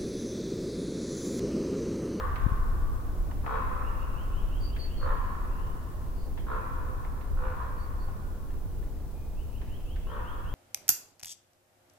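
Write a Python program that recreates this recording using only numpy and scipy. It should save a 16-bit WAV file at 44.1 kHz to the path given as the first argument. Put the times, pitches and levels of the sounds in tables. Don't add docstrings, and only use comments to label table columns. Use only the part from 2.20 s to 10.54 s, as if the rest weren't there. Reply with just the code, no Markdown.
import sys
import numpy as np
from scipy import signal
from scipy.fft import rfft, irfft
from scipy.io import wavfile
from scipy.ndimage import uniform_filter1d

SR = 44100
rng = np.random.default_rng(int(sys.argv[2]) if len(sys.argv) > 2 else 0)


def store_pcm(level_fs):
    pcm = np.round(np.clip(level_fs, -1, 1) * 32767).astype(np.int16)
    wavfile.write(sys.argv[1], SR, np.atleast_2d(pcm).T)


N = 367794
T = np.arange(N) / SR


def undb(db):
    return 10 ** (np.asarray(db) / 20)


def unit(x):
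    return x / np.sqrt(np.mean(x ** 2))


def at_hz(points, hz):
    f, value = np.transpose(points)
    return np.interp(np.log(np.maximum(hz, 1)), np.log(f), value)


def colour(x, points):
    n = x.shape[-1]
    return irfft(rfft(x) * undb(at_hz(points, np.fft.rfftfreq(n, 1 / SR))), n)


def resonate(x, hz, width_hz, db):
    b, a = signal.iirpeak(hz, hz / (1.114 * width_hz), SR)
    return undb(db) * signal.lfilter(b, a, signal.lfilter(b, a, x))


def add(out, x, start):
    i = int(start * SR)
    x = x[..., max(-i, 0):N - i]
    out[..., max(i, 0):max(i, 0) + x.shape[-1]] += x


def stereo_noise(points, side_db):
    mid, side = colour(rng.standard_normal((2, N)), points) * np.sqrt(SR / 2)
    return mid + undb(side_db) * side * np.array([[1], [-1]])


def wander(per_second):
    hold = int(SR / per_second)
    steps = rng.standard_normal(SR // 100)[np.arange(N) // hold]
    return unit(uniform_filter1d(uniform_filter1d(steps, hold), hold))


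def caw(length, throat_hz, beak_hz, harsh_db, chest_db):
    # pitch in Hz, width in Hz, gain in dB.
    chest = (495, 85, 0)
    sharp_edge = (2410, 460, -22.5)
    overtones = [(1065, 47, -12.5), (1200, 33, -18), (1460, 80, -22), (1700, 140, -12)]
    hoarse_breath = [(1126, 380, -2.5), (1392, 205, -13.5), (2380, 2300, -30)]
    # frequency in Hz, gain in dB.
    air_loss = [(1500, 3.5), (2100, -1), (3000, -4.5), (4200, -1.5), (7000, -35)]
    rasp_hz, arch, jitter, puff_s = 64.18, 0.07997, 0.0076, 0.0092
    t = T[:SR // 3]
    progress = np.clip(t / length, 0, 1)
    effort = np.maximum(np.sin(np.pi * progress ** 1.2), 0) ** .85
    cycles = np.cumsum(rasp_hz * (1 - arch * (2 * progress - 1.15) ** 2 + arch / 20)) / SR
    snap_at = np.flatnonzero(np.diff(np.floor(cycles)))
    early, size_db = rng.standard_normal((SR // 1000, 2))[:len(snap_at)].T
    snap_at -= (jitter * SR / rasp_hz * early).astype(int)
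    snaps = np.zeros(len(t))
    snaps[np.clip(snap_at, 0, len(t) - 1)] = undb(size_db)
    since_snap = (cycles % 1) / rasp_hz
    puffs = np.exp(-since_snap / puff_s) * rng.standard_normal(len(t)) / np.sqrt(SR * puff_s / 2)
    posture = [(*chest[:2], chest[2] + chest_db), (throat_hz, 144, 0),
               (*sharp_edge[:2], sharp_edge[2] + harsh_db)]
    voice = sum(resonate(effort * snaps, *ring) for ring in posture + list(overtones))
    beak_opening = undb(9.5 * (.5 - progress))
    voice += resonate(beak_opening * effort * snaps, beak_hz, width_hz=134, db=harsh_db - 3)
    voice += sum(resonate(effort * puffs, *ring) for ring in hoarse_breath)
    return unit(colour(voice, air_loss)) * np.sqrt(length / t[-1])


def crow():
    # start and length in seconds, level in dB, throat and beak pitch in Hz,
    # then harshness, chest and woods echo in relative dB.
    caws_and_echo = [(-.14, .22, -39, 1084, 1480, -3, -5, -0.5),
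                     (1.226, .195, -35.5, 1075, 1305, 2, -2, -2),
                     (2.778, 0.1913, -35.5, 1056, 1324, -1.5, -4.5, -4.5),
                     (4.25, .15, -37, 1034, 1350, 1.5, 1, -2.5), (5.155, 0.183, -40, 985, 1434, 7, 1.5, -6),
                     (5.27, .26, -42.5, 1052, 1440, -19, -10, -7.5),
                     (7.849, 0.17, -45, 1007, 1376, 0.5, 2, 2)]
    out = np.zeros((2, N))
    for start, length, db, *voice, echo_db in caws_and_echo:
        sound = undb(db) * caw(length, *voice)
        add(out, outdoors(sound, direct_db=-3, echo_db=echo_db + 2, scatter_s=0.016), start)
    return out


def woods_echo(build_s=0.0032):
    # frequency in Hz, gain in dB.
    echo_tone = [(300, -3), (500, -4), (750, 1.5), (1050, 2.5), (1400, -1.5), (2000, 7), (3000, 5.5),
                 (5000, 0)]
    # frequency in Hz, seconds the echo takes to fade by 60 dB.
    fade_times = [(300, 2.8), (600, 3.8), (1050, 2.99), (1500, 3.27), (3000, 2.3), (5000, 1.5)]
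    t = T[:int(2.5 * SR)]
    hz = np.fft.rfftfreq(len(t), 1 / SR)
    noise = rfft(rng.standard_normal((2, len(t))))
    band_hz, fades_s = np.transpose(fade_times)
    tail = 0
    for share, fade_s in zip(np.eye(len(band_hz)), fades_s):
        band = at_hz(np.c_[band_hz, share], hz)
        tail += irfft(noise * band, len(t)) * np.exp(-np.log(1000) * t / fade_s)
    return colour(tail, echo_tone) * (1 - np.exp(-t / build_s)) / np.sqrt(SR / 10)


def outdoors(x, direct_db, echo_db, scatter_s):
    # frequency in Hz, gain in dB.
    branch_tone = [(450, 5), (1000, -2.5), (1600, -1), (4000, 1.5)]
    response = undb(echo_db) * woods_echo()
    t = T[:response.shape[1]]
    branches = colour(rng.standard_normal(response.shape), branch_tone)
    response += branches * np.exp(-t / scatter_s) / np.sqrt(SR * scatter_s / 2)
    response[:, 0] += undb(direct_db)
    return signal.fftconvolve(x[None], response, axes=1) / np.sqrt(1 + undb(2 * direct_db))


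def wind(start_db=-33.5, ease_db_per_s=0.51, flutter_db=2.5):
    # frequency in Hz, relative level in dB.
    rumble_tone = [(8, -38.5), (18, -12.5), (26, -11), (36, -14.5), (52, -25), (70, -21), (100, -31),
                   (130, -40.5), (170, -45.5), (300, -59.5), (800, -96)]
    # time in seconds, pitch in Hz, width in seconds, peak on the left in dB.
    bumps = [(0.246, 32, 0.022, -15.5), (0.266, 93, 0.0028, -9), (0.322, 59, 0.0039, -10.5)]
    out = stereo_noise(rumble_tone, side_db=-5)
    level_db = start_db - ease_db_per_s * T + flutter_db * wander(per_second=4.3)
    out *= undb(level_db + np.array([[.5], [-.5]]))
    for time, hz, width_s, db in bumps:
        from_peak = np.minimum(np.abs(T - time) / width_s * 2, 20)
        bump = np.cos(2 * np.pi * hz * (T - time)) / np.cosh(from_peak)
        out += undb(db + np.array([[0], [-13]])) * bump
    return out


def background():
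    # frequency in Hz, relative level in dB.
    murmur_tone = [(60, -59), (170, -76.5), (260, -77.5), (400, -81), (600, -86), (1000, -92), (1800, -105),
                   (3500, -114), (8000, -130)]
    hiss_tone = [(200, -108), (2500, -106), (5000, -106), (8000, -106), (12000, -104.5), (15500, -102)]
    murmur = stereo_noise(murmur_tone, side_db=-7) * undb(5.5 - 0.52 * T)
    hiss = stereo_noise(hiss_tone, side_db=0.5) * undb(0.68 - 0.35 * T)
    return murmur + hiss


def twigs(rise_s=0.0003, decay_s=0.0071, rustle_db=-14, rustle_s=0.27):
    # start in seconds, relative peak in dB, gain of the low woody body in dB.
    ticks = [(.157, -39.5, 3), (1.1112, -43, 22), (1.2625, -34, 25), (2.5631, -41.5, -5), (4.176, -41, 17),
             (4.848, -40.5, 23), (5.011, -48.5, 11), (5.883, -43, 25), (6.3047, -52, 17), (6.6268, -54, 4),
             (7.414, -49.5, 16), (7.76, -49, 4)]
    # frequency in Hz, gain in dB.
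    snap_tone = [(400, -41), (1000, -11), (1700, 14.5), (2700, 7), (4000, -1.5), (7000, -20), (14000, -40)]
    out, t = np.zeros((2, N)), T[:SR // 4]
    shape = (1 - np.exp(-t / rise_s)) * (np.exp(-t / decay_s) + undb(rustle_db) * np.exp(-t / rustle_s))
    for start, db, body_db in ticks:
        burst = rng.standard_normal((2, len(t))) * shape
        ring = resonate(burst, hz=1710, width_hz=670, db=0)
        body = resonate(burst, hz=860, width_hz=550, db=body_db)
        tick = colour(burst, snap_tone) + ring + body
        add(out, undb(db) * 2 * tick / np.abs(tick).max(), start)
    return out


def song(notes, buzz_hz, waver_hz, lateness):
    out = np.zeros(N)
    for start, length, start_hz, end_hz, db, depth_hz in notes:
        t = T[:int(length * SR)]
        glide = start_hz + (end_hz - start_hz) * t / length
        buzz = depth_hz * np.sin(2 * np.pi * buzz_hz * t)
        waver = waver_hz * unit(uniform_filter1d(rng.standard_normal(SR // 4), size=120))[:len(t)]
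        tone = np.sin(2 * np.pi * np.cumsum(glide + buzz + waver) / SR)
        swell = np.sqrt(np.sin(np.pi * (t / length) ** lateness))
        add(out, undb(db) * unit(swell * tone), start)
    return out


def whistling_bird(foot_hz=2434, warm_up_notes=2.05, slowing_s=.009):
    # start, base note spacing and full note length in seconds, full top pitch in Hz,
    # level in dB, dB taken off the first note.
    phrases = [(1.611, .147, .125, 3457, -64.5, -2), (7.149, .152, 0.12, 3663, -64, 3.5)]
    notes = []
    for start, spacing, length, top_hz, db, softer_db in phrases:
        for k, chance in enumerate(rng.standard_normal(7)):
            cold = np.exp(-(k / warm_up_notes) ** 2)
            end_hz = top_hz - 479 * cold + 42.3 * chance
            notes.append((start, length - 0.039 * cold, foot_hz, end_hz, db - cold * softer_db, 22))
            start += spacing + (k + .5) * slowing_s
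    whistles = song(notes, buzz_hz=70.1, waver_hz=47.6, lateness=1.24)
    return outdoors(whistles, direct_db=-4.5, echo_db=-3, scatter_s=0.01)[:, :N]


def buzzing_bird():
    # start and length in seconds, first pitch and glide in Hz, level in dB, buzz depth in Hz.
    thin_notes = [(2.402, 0.092, 4630, 39, -54, 49), (2.585, .08, 4500, -17, -51.5, 42),
                  (2.76, 0.091, 4420, -32, -58.5, 50), (3.27, 0.24, 2517, 600, -67, 140),
                  (3.94, .15, 4600, -100, -71.5, 260), (4.171, 0.036, 3320, -150, -62.5, 170),
                  (5.57, 0.092, 4440, 140, -69, 76), (5.785, 0.068, 4440, 80, -67.5, 80),
                  (6.939, .17, 2454, 16, -74, 20)]
    notes = [(start, length, hz, hz + glide_hz, db, depth_hz)
             for start, length, hz, glide_hz, db, depth_hz in thin_notes]
    buzzes = song(notes, buzz_hz=87, waver_hz=36, lateness=0.92)
    return outdoors(buzzes, direct_db=-5.5, echo_db=-9, scatter_s=0.031)[:, :N]


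def scene():
    return crow() + whistling_bird() + buzzing_bird() + twigs() + wind() + background()


def record(dry):
    return signal.sosfilt(signal.ellip(12, .1, 80, 15800, fs=SR, output="sos"), dry)


dry = scene()
out = record(dry)
store_pcm(out)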